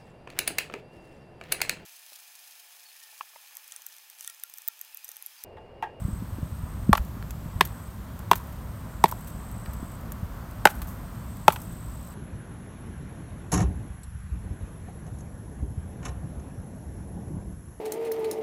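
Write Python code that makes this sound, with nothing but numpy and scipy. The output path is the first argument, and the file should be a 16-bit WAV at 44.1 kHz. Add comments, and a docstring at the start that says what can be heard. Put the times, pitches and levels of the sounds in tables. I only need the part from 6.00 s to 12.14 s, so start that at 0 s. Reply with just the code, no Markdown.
"""Wind is heard first, rumbling and bumping on the microphone, with insects trilling high and thin in the verge.
Then two muddy sandals are clapped sole to sole six times on a dirt track between fields.
Each knock sums damped modes (a hollow pop, a thud, a clack) and noise bursts (a slap, a dry crack).
After most knocks the soles rebound; crumbs of mud, short bursts of coloured noise, patter into the grass.
Wind is filtered noise with low damped buffets; insects are falling whistles and narrow noise bands."""
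import sys
import numpy as np
from scipy import signal
from scipy.fft import rfft, irfft
from scipy.io import wavfile

SR = 44100
rng = np.random.default_rng(int(sys.argv[2]) if len(sys.argv) > 2 else 0)


def wrap_up_sound(samples):
    """Save the sound to the file named by the first command line argument, as 16-bit audio."""
    columns = np.atleast_2d(samples).T
    # keep every value between -1 and 1, then stretch to whole-number steps
    tamed = np.clip(columns, -1, 1)
    steps = np.round(tamed * 32767).astype(np.int16)
    wavfile.write(sys.argv[1], SR, steps)


N = 270798
TIME = np.arange(N) / SR
AGE = np.arange(SR // 3) / SR   # seconds since the onset of a short sound

# Every spectrum below gives only a shape; its noise is scaled to rms 1 before a level is applied.
# Low rumble of wind on the microphone. Each row: frequency in Hz, level in dB per Hz.
RUMBLE_SPECTRUM = [(20, -21), (32, -9), (48, 1), (65, 3.5), (85, -6), (105, 1.5), (130, -7), (160, -4.5),
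                   (215, -9), (270, -15.5), (400, -25)]
# Far rustle of the open fields. Each row: frequency in Hz, level in dB per Hz.
RUSTLE_SPECTRUM = [(200, 7), (400, -3.5), (620, 4), (800, -0.5), (1050, 3.5), (1400, -1.5), (2000, -9),
                   (3000, -24), (5000, -31)]
# Course of that rustle. Each row: time in seconds, level in dB before RUSTLE_GAIN_DB.
RUSTLE_LEVEL = [(0.0, -51.5), (1.2, -50), (1.42, -51), (2.46, -49), (2.74, -49.5), (5.04, -48), (5.61, -51),
                (6.14, -51.5)]
RUMBLE_DB, RUSTLE_GAIN_DB = -37, 1
# Single buffets on the microphone, strong and faint. Each row: start in seconds, level in dB,
# frequency in Hz, cycles until it has lost 60 dB.
BUFFETS = [(0.049, -7.5, 84.6, 2.8), (0.082, -16, 186, 6), (0.127, -15.5, 59.5, 5.5),
           (0.323, -11.5, 86, 5.2), (0.428, -4, 112, 2.2), (0.632, -14.5, 68, 5.1), (0.892, -2, 199, 9.3),
           (0.912, -9.5, 67, 7.2), (0.996, -10, 61, 5.5), (1.168, -22, 213, 6.7), (1.458, -7, 125, 2.4),
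           (1.555, -11.5, 69.6, 3.9), (3.828, -9, 171, 2.7), (4.228, -12.5, 86, 4.3)]
# Turbulent air in a buffet. Each row: frequency in Hz, level in dB per Hz.
PUFF_SPECTRUM = [(120, 18), (250, 0), (380, -19), (600, -11), (900, -22)]
# faint buffets scattered through the opening gust
FLUTTER_DB, FLUTTER_HZ, FLUTTER_CYCLES, FLUTTER_UNTIL_S = -20, 131, 7.2, 0.99

# Far trills, each a smooth swell. Each row: start in seconds, end in seconds, level in dB, pitch in Hz.
FAR_TRILLS = [(-.5, 1.0, -67, 8270), (1.5, 2, -64, 8360), (2.15, 3, -69.5, 8470), (2.6, 4.05, -62.5, 8270),
              (4.5, 6.1, -63, 8380)]
# Smear around that pitch. Each row: offset in Hz, level in dB per Hz.
CHORUS_SPECTRUM = [(20, 5), (150, 12), (350, -20), (900, -20), (1500, -35)]
# Near trills. Each row: start in seconds, end in seconds, level in dB, top of each chirp in Hz
# once warm, fall of the chirp in Hz.
NEAR_TRILLS = [(-1.1, 0.205, -57, 8400, 930), (.1, .93, -61, 8560, 800), (1.2, 1.9, -61, 8200, 750),
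               (2.85, 3.98, -57.5, 8370, 1100), (5.15, 6.2, -56, 8430, 1150)]
CHIRPS_PER_S = 53.7
# a trill starts soft and flat, then warms up with this time constant; it stops at once
WARM_UP_S, COLD_DB, COLD_FLAT_HZ, TRILL_STOP_S = 0.2, -15, 700, 0.025

# Fine crumbs. Each row: frequency in Hz, level in dB per Hz.
CRUMB_SPECTRUM = [(1500, -11), (3500, -24), (6000, -5), (8600, -4), (10300, -4.5), (12200, 4.5), (14500, 0),
                  (16000, -4)]
# Duller clods. Each row: frequency in Hz, level in dB per Hz.
CLOD_SPECTRUM = [(500, -27), (1200, 13), (2500, 2), (4500, 2), (7000, -30), (12000, -30)]
# Larger lumps landing in the grass. Each row: start in seconds, level in dB, t60 in seconds,
# level in dB of the clod relative to the grit.
LUMPS = [(1.226, -43, 0.0099, 8.5), (1.307, -33, 0.021, -5), (1.673, -36, .018, -7), (3.089, -35, .04, -6),
         (3.1123, -33, 0.031, -14), (3.271, -42.5, .12, -7.5), (3.659, -46.5, 0.021, 11.5),
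         (3.734, -37.5, .03, -9), (4.12, -30.5, 0.017, -14), (4.702, -34, .04, -6),
         (4.8175, -33, 0.038, -1.5), (4.87, -45.5, 0.37, -25), (5.6165, -40, .04, -25)]
# every blow flings a spray of grit, then a thinning patter of crumbs
SPRAY_AFTER_S, SPRAY_T60_S, SPRAY_CLOD_DB = 0.042, 0.043, -8.5
PATTER_AFTER_S, PATTER_LASTS_S, PATTER_FADE_DB_PER_S = 0.05, 0.24, 25
PATTER_DB, PATTER_FOLLOWS_BLOW = -52, 0.94   # for a pop of 0 dB; dB per dB of pop
CRUMB_T60_S, CRUMB_CLOD_DB, CRUMB_SPREAD_DB = 0.039, -11, 4
STRAY_DB, STRAY_T60_S = -48, 0.018   # odd crumbs that drop in between

# Blows of sole on sole. Each row: start in seconds, pop in dB, pitch of the trapped air in Hz, thud in dB,
# clack in dB, clack pitch in Hz, slap in dB, centre of the slap in Hz, delay of the rebound in seconds,
# loss of the rebound in dB (62 leaves practically none), flung grit in dB.
KNOCKS = [(0.9298, -0.5, 853, -20.5, 0.5, 1143, -16.5, 3020, .022, 17.5, -30.5),
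          (1.6088, -2, 1005, -16, -8, 1783, -12, 3400, 0.017, 62, -30),
          (2.3135, 3, 990, -15.5, -18, 1520, -15, 2540, .018, 16, -28),
          (3.0398, 4, 922, -10.5, -30, 1190, -19.5, 3640, .017, 22, -36),
          (4.654, 5.5, 838, -11, -9, 1514, -6.5, 2210, .017, 18, -38),
          (5.48, 7.5, 858, -9, -2.5, 1347, -10.5, 2260, 0.023, 42, -31)]
# Air pocket between the soles. Each row: multiple of its pitch, level in dB relative to the pop, t60 in seconds.
POP_MODES = [(.7, -8, 0.026), (1, 6.5, 0.015), (1.17, -46, 0.007)]
# The whole sandal flexing. Each row: frequency in Hz, level in dB relative to the thud, t60 in seconds.
THUD_MODES = [(171.6, -1.5, 0.045), (387, 5.5, 0.026), (497, -12, 0.045), (566, -0.5, 0.028)]
# Edge of the sole. Each row: multiple of the clack pitch, level in dB relative to the clack, t60 in seconds.
CLACK_MODES = [(1.001, 3.5, 0.019), (1.14, -7.5, 0.021)]
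# The broad slap of the tread. Each row: multiple of its centre, level in dB per Hz.
SLAP_SPECTRUM = [(.25, -33), (.5, 3.5), (.75, -2), (1, -5), (1.25, -5.5), (1.6, -14), (2.999, -23)]
# The breaking crust of mud. Each row: frequency in Hz, level in dB per Hz.
CRACK_SPECTRUM = [(1500, -72), (3500, 7.5), (5000, -2.5), (7000, -1), (8600, 2.5), (10300, -4), (12300, 4),
                  (14500, -1.5), (16000, -15)]
CRACK_DB, CRACK_FOLLOWS_SLAP = -12.5, 0.44   # relative to a blend of pop and slap; share of the slap in it
# a rebound lands on the edges: clack and slap suffer only this share of its loss
REBOUND_CLACK_SHARE, REBOUND_SLAP_SHARE = 0.74, 0.47
REBOUND_CRACK_SHARE = 0.95   # the crust is already broken, so the crack suffers nearly all of it
# The sandals brush as they part. Each row: start in seconds, pop in dB, clack in dB.
BRUSHES = [(0.9774, -21.5, -24.5), (3.1228, -19.5, -37.5), (5.5295, -28, -37), (5.56, -27, -27)]
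BRUSH_POP_HZ, BRUSH_CLACK_HZ, BRUSH_SLAP_HZ = 976, 1355, 2380
BRUSH_THUD_DB, BRUSH_SLAP_DB = -37, -4.5   # relative to the pop; to the clack
BRUSH_CRACK_DB = -44

# Near reflections from the track and a parked scooter. Each row: delay in seconds, level in dB.
ECHOES = [(.0021, -22.5), (.0047, -22)]
# Steady microphone hiss. Each row: frequency in Hz, level in dB per Hz.
HISS_SPECTRUM = [(1000, 2), (3000, 4.5), (4300, 1.5), (5500, 0), (7000, 0.5), (9200, 2.5), (10300, -4.5),
                 (11300, 2), (12300, 7.5), (13400, -0.5), (14400, 6.5), (16000, -5)]
HISS_DB, CUTOFF_HZ = -56, 16000


def from_db(db):
    """A level in decibels is the logarithm of an amplitude ratio; return that ratio."""
    return 10 ** (np.asarray(db) / 20)


def dying(t60):
    """Exponential decay: a freely damped amplitude loses 60 dB in t60 seconds."""
    return np.exp(-np.log(1000) * AGE / max(t60, 1e-3))


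def coloured(x, spectrum):
    """Linear filtering: weight each frequency by a spectrum with sloping skirts, then scale to rms 1."""
    hz, db = np.transpose(spectrum)
    f = np.maximum(np.fft.rfftfreq(len(x), 1 / SR), 1)
    skirts = np.minimum(f / hz[0], 1) ** 2 * np.minimum(hz[-1] / f, 1) ** 2
    gain = from_db(np.interp(np.log(f), np.log(hz), db))
    y = irfft(rfft(x) * skirts * gain, len(x))
    return y / np.std(y)


def noise(spectrum, size):
    """Gaussian noise: many independent disturbances sum to a random signal of a given colour."""
    return coloured(rng.standard_normal(size), spectrum)


def flicker(per_s, depth_db, size):
    """Random modulation: a gain of rms 1 heads for a new random value per_s times a second."""
    knots = rng.standard_normal(size // 8)
    position = np.arange(size) * per_s / SR
    gain = from_db(depth_db * np.interp(position, np.arange(len(knots)), knots))
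    return gain / np.sqrt(np.mean(gain ** 2))


def ring(hz, t60, swell):
    """Damped vibration: a mode builds up while the contact lasts, then decays freely."""
    return np.sin(2 * np.pi * hz * AGE) * dying(t60) * (1 - np.exp(-(AGE / swell) ** 2))


def ring_modes(modes, base_hz, swell):
    """Modal superposition: a struck body sounds the sum of its damped modes."""
    return sum(from_db(db) * ring(base_hz * ratio, t60, swell) for ratio, db, t60 in modes)


def add(track, s, sound):
    """Superposition: pressures add, so a sound is summed into the track from time s."""
    start = max(int(s * SR), 0)
    track[start:start + len(sound)] += sound[:N - start]


def scattered(start, end, count):
    """Stratified chance: random moments cover a span, one in each equal part of it."""
    return start + (end - start) * (np.arange(count) + rng.random(count)) / count


def buffet(db, hz, cycles):
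    """Impulsive excitation: a lump of air hits the microphone as a few low cycles and a turbulent puff."""
    puff_shape = np.exp(-((AGE - 0.006) / 0.0059) ** 2) * (1 - np.exp(-AGE / 0.0011))
    puff = noise(PUFF_SPECTRUM, len(AGE)) * puff_shape
    return from_db(db) * (ring(hz, cycles / hz, swell=0.35 / hz) + from_db(-21.5) * puff)


def wind():
    """Aerodynamic noise: turbulence gives a low rumble, a far rustle of fields and single buffets."""
    out = from_db(RUMBLE_DB) * noise(RUMBLE_SPECTRUM, N) * flicker(13, 1.1, N)
    rustle_db = np.interp(TIME, *np.transpose(RUSTLE_LEVEL))
    out += from_db(rustle_db + RUSTLE_GAIN_DB) * noise(RUSTLE_SPECTRUM, N) * flicker(7.3, 0.82, N)
    for s, db, hz, cycles in BUFFETS:
        add(out, s, buffet(db, hz, cycles))
    for s in scattered(0, FLUTTER_UNTIL_S, count=7):
        hz = FLUTTER_HZ * 2 ** rng.uniform(-0.95, 1)
        add(out, s, buffet(FLUTTER_DB, hz, FLUTTER_CYCLES))
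    return out


def far_insects():
    """Amplitude modulation: low noise on a sine carrier makes a thin band, as far singers blur together."""
    out = np.zeros(N)
    for start, end, db, hz in FAR_TRILLS:
        progress = np.clip((TIME - start) / (end - start), 0, 1)
        swell = np.sqrt(np.abs(np.sin(np.pi * progress)))
        carrier = np.sqrt(2) * np.sin(2 * np.pi * hz * TIME)
        out += from_db(db) * swell * noise(CHORUS_SPECTRUM, N) * carrier
    return out


def near_insects():
    """Frequency sweep: each wing stroke is a falling whistle; a trill grows louder and higher as it warms up."""
    out = np.zeros(N)
    for start, end, db, top_hz, fall_hz in NEAR_TRILLS:
        age = np.arange(int((end - start) * SR)) / SR
        cold = np.exp(-age / WARM_UP_S)
        sweep = np.minimum((age * CHIRPS_PER_S) % 1 / 0.68, 1)   # the wings rest for the end of each cycle
        hz = top_hz - COLD_FLAT_HZ * cold - fall_hz * sweep ** 1.7
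        hz *= flicker(1600, 0.054, N)[:len(age)]
        stroke = np.sqrt(np.abs(np.sin(np.pi * sweep ** 1.1))) * (1 - 0.5 * sweep)
        chirps = np.sin(2 * np.pi * np.cumsum(hz) / SR) * stroke
        stop = np.minimum((age[-1] - age) / TRILL_STOP_S, 1)
        level = from_db(db + COLD_DB * cold) * stop * flicker(48.3, 0.75, N)[:len(age)]
        trill = level * chirps / np.std(chirps)
        add(out, start, trill[start + age >= 0])   # a trill may already be under way at time 0
    return out


def spatter(db, t60, clod_db):
    """Fragmentation noise: a piece of mud bursts into flickering grit, with a duller clod in it."""
    size = len(AGE)
    grit = noise(CRUMB_SPECTRUM, size) + from_db(clod_db) * noise(CLOD_SPECTRUM, size)
    landing = dying(t60) * (1 - np.exp(-AGE / (0.0083 * abs(t60))))   # a long spatter also starts more gradually
    return from_db(db) * grit * flicker(740, 2.3, size) * landing


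def grains(per_s, size):
    """Random impulses: single specks of uneven size strike over a bed of finer dust."""
    specks = (rng.random(size) < per_s / SR) * rng.standard_normal(size)
    return specks + from_db(-24) * rng.standard_normal(size)


def crumbs():
    """Granular impact: blows shed a spray, a patter and sifting dust; lumps and stray crumbs drop too."""
    out = np.zeros(N)
    sifting = np.sin(np.pi * np.sqrt(AGE / AGE[-1])) ** 2
    for s, pop_db, *_, spray_db in KNOCKS:
        add(out, s + SPRAY_AFTER_S, spatter(spray_db, SPRAY_T60_S, SPRAY_CLOD_DB))
        for age in PATTER_LASTS_S * scattered(0, 0.98, count=12) ** 2:   # squared: dense first, then thinning
            db = PATTER_DB + PATTER_FOLLOWS_BLOW * pop_db - PATTER_FADE_DB_PER_S * age
            db += CRUMB_SPREAD_DB * rng.standard_normal()
            add(out, s + PATTER_AFTER_S + age, spatter(db, CRUMB_T60_S, CRUMB_CLOD_DB))
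        dust = coloured(grains(420, len(AGE)), CRUMB_SPECTRUM) * sifting
        add(out, s, from_db(pop_db - 64) * dust)
    for s, db, t60, clod_db in LUMPS:
        add(out, s, spatter(db, t60, clod_db))
    for s in scattered(KNOCKS[0][0], TIME[-1], count=12):
        db = STRAY_DB + CRUMB_SPREAD_DB * rng.standard_normal()
        add(out, s, spatter(db, STRAY_T60_S, CRUMB_CLOD_DB))
    return out


def contact(pop_db, pocket_hz, thud_db, clack_db, clack_hz, slap_db, slap_hz, crack_db):
    """Impact: squeezed air pops, the rubber thuds and slaps, an edge clacks, the mud crust cracks."""
    size = len(AGE)
    # the soles close over a few ms, so the low sounds swell after the first crack
    pop = from_db(pop_db) * ring_modes(POP_MODES, pocket_hz, swell=0.0015)
    thud = from_db(thud_db) * ring_modes(THUD_MODES, 1, swell=0.0012)
    clack = from_db(clack_db) * ring_modes(CLACK_MODES, clack_hz, swell=0.0012)
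    pressure = np.exp(-(AGE / 0.0043) ** 2) * (1 - np.exp(-AGE / 0.00015))
    pressure += from_db(-18.5) * dying(0.079)
    slap = from_db(slap_db) * noise(np.array(SLAP_SPECTRUM) * [slap_hz, 1], size) * pressure
    breaking = dying(0.015) + from_db(-25) * dying(0.17)
    crack = from_db(crack_db) * noise(CRACK_SPECTRUM, size) * flicker(2420, 1.1, size) * breaking
    return pop + thud + clack + slap + crack


def knocks():
    """Rebound: a weaker contact follows most blows, the second has practically none; some partings brush."""
    out = np.zeros(N)
    for (s, pop_db, pocket_hz, thud_db, clack_db, clack_hz,
         slap_db, slap_hz, rebound_s, loss_db, _) in KNOCKS:
        crack_db = CRACK_DB + pop_db + CRACK_FOLLOWS_SLAP * (slap_db - pop_db)
        add(out, s, contact(pop_db, pocket_hz, thud_db, clack_db, clack_hz, slap_db, slap_hz, crack_db))
        rebound = contact(pop_db - loss_db, pocket_hz, thud_db - loss_db,
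                          clack_db - REBOUND_CLACK_SHARE * loss_db, clack_hz,
                          slap_db - REBOUND_SLAP_SHARE * loss_db, slap_hz,
                          crack_db - REBOUND_CRACK_SHARE * loss_db)
        add(out, s + rebound_s, rebound)
    for s, pop_db, clack_db in BRUSHES:
        brush = contact(pop_db, BRUSH_POP_HZ, pop_db + BRUSH_THUD_DB, clack_db, BRUSH_CLACK_HZ,
                        clack_db + BRUSH_SLAP_DB, BRUSH_SLAP_HZ, BRUSH_CRACK_DB)
        add(out, s, brush)
    return out


def outdoors(x):
    """Reflection and scattering: two near echoes, then a faint scatter from rough ground and grass."""
    echoes = sum(from_db(db) * np.interp(TIME - delay, TIME, x) for delay, db in ECHOES)
    decay = dying(0.027) + from_db(-30) * dying(0.48)
    scatter = rng.standard_normal(len(AGE)) * decay * (1 - np.exp(-(AGE / 0.0077) ** 2))
    scatter /= np.linalg.norm(scatter)
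    return x + echoes + from_db(-22.5) * signal.fftconvolve(x, scatter)[:N]


def scene():
    """Superposition of wind, insects, falling mud and the clapped sandals."""
    return (wind() + far_insects() + near_insects() + crumbs() + outdoors(knocks()))[None]


def record(dry):
    """Transduction: the microphone hisses, the hardest knocks overload it, the top is cut."""
    x = dry + from_db(HISS_DB) * noise(HISS_SPECTRUM, N)
    x = x / (1 + x ** 8) ** (1 / 8)   # smooth saturation towards full scale
    low_pass = signal.ellip(10, 0.1, 70, CUTOFF_HZ, fs=SR, output="sos")
    return signal.sosfilt(low_pass, x)


dry = scene()
out = record(dry)
wrap_up_sound(out)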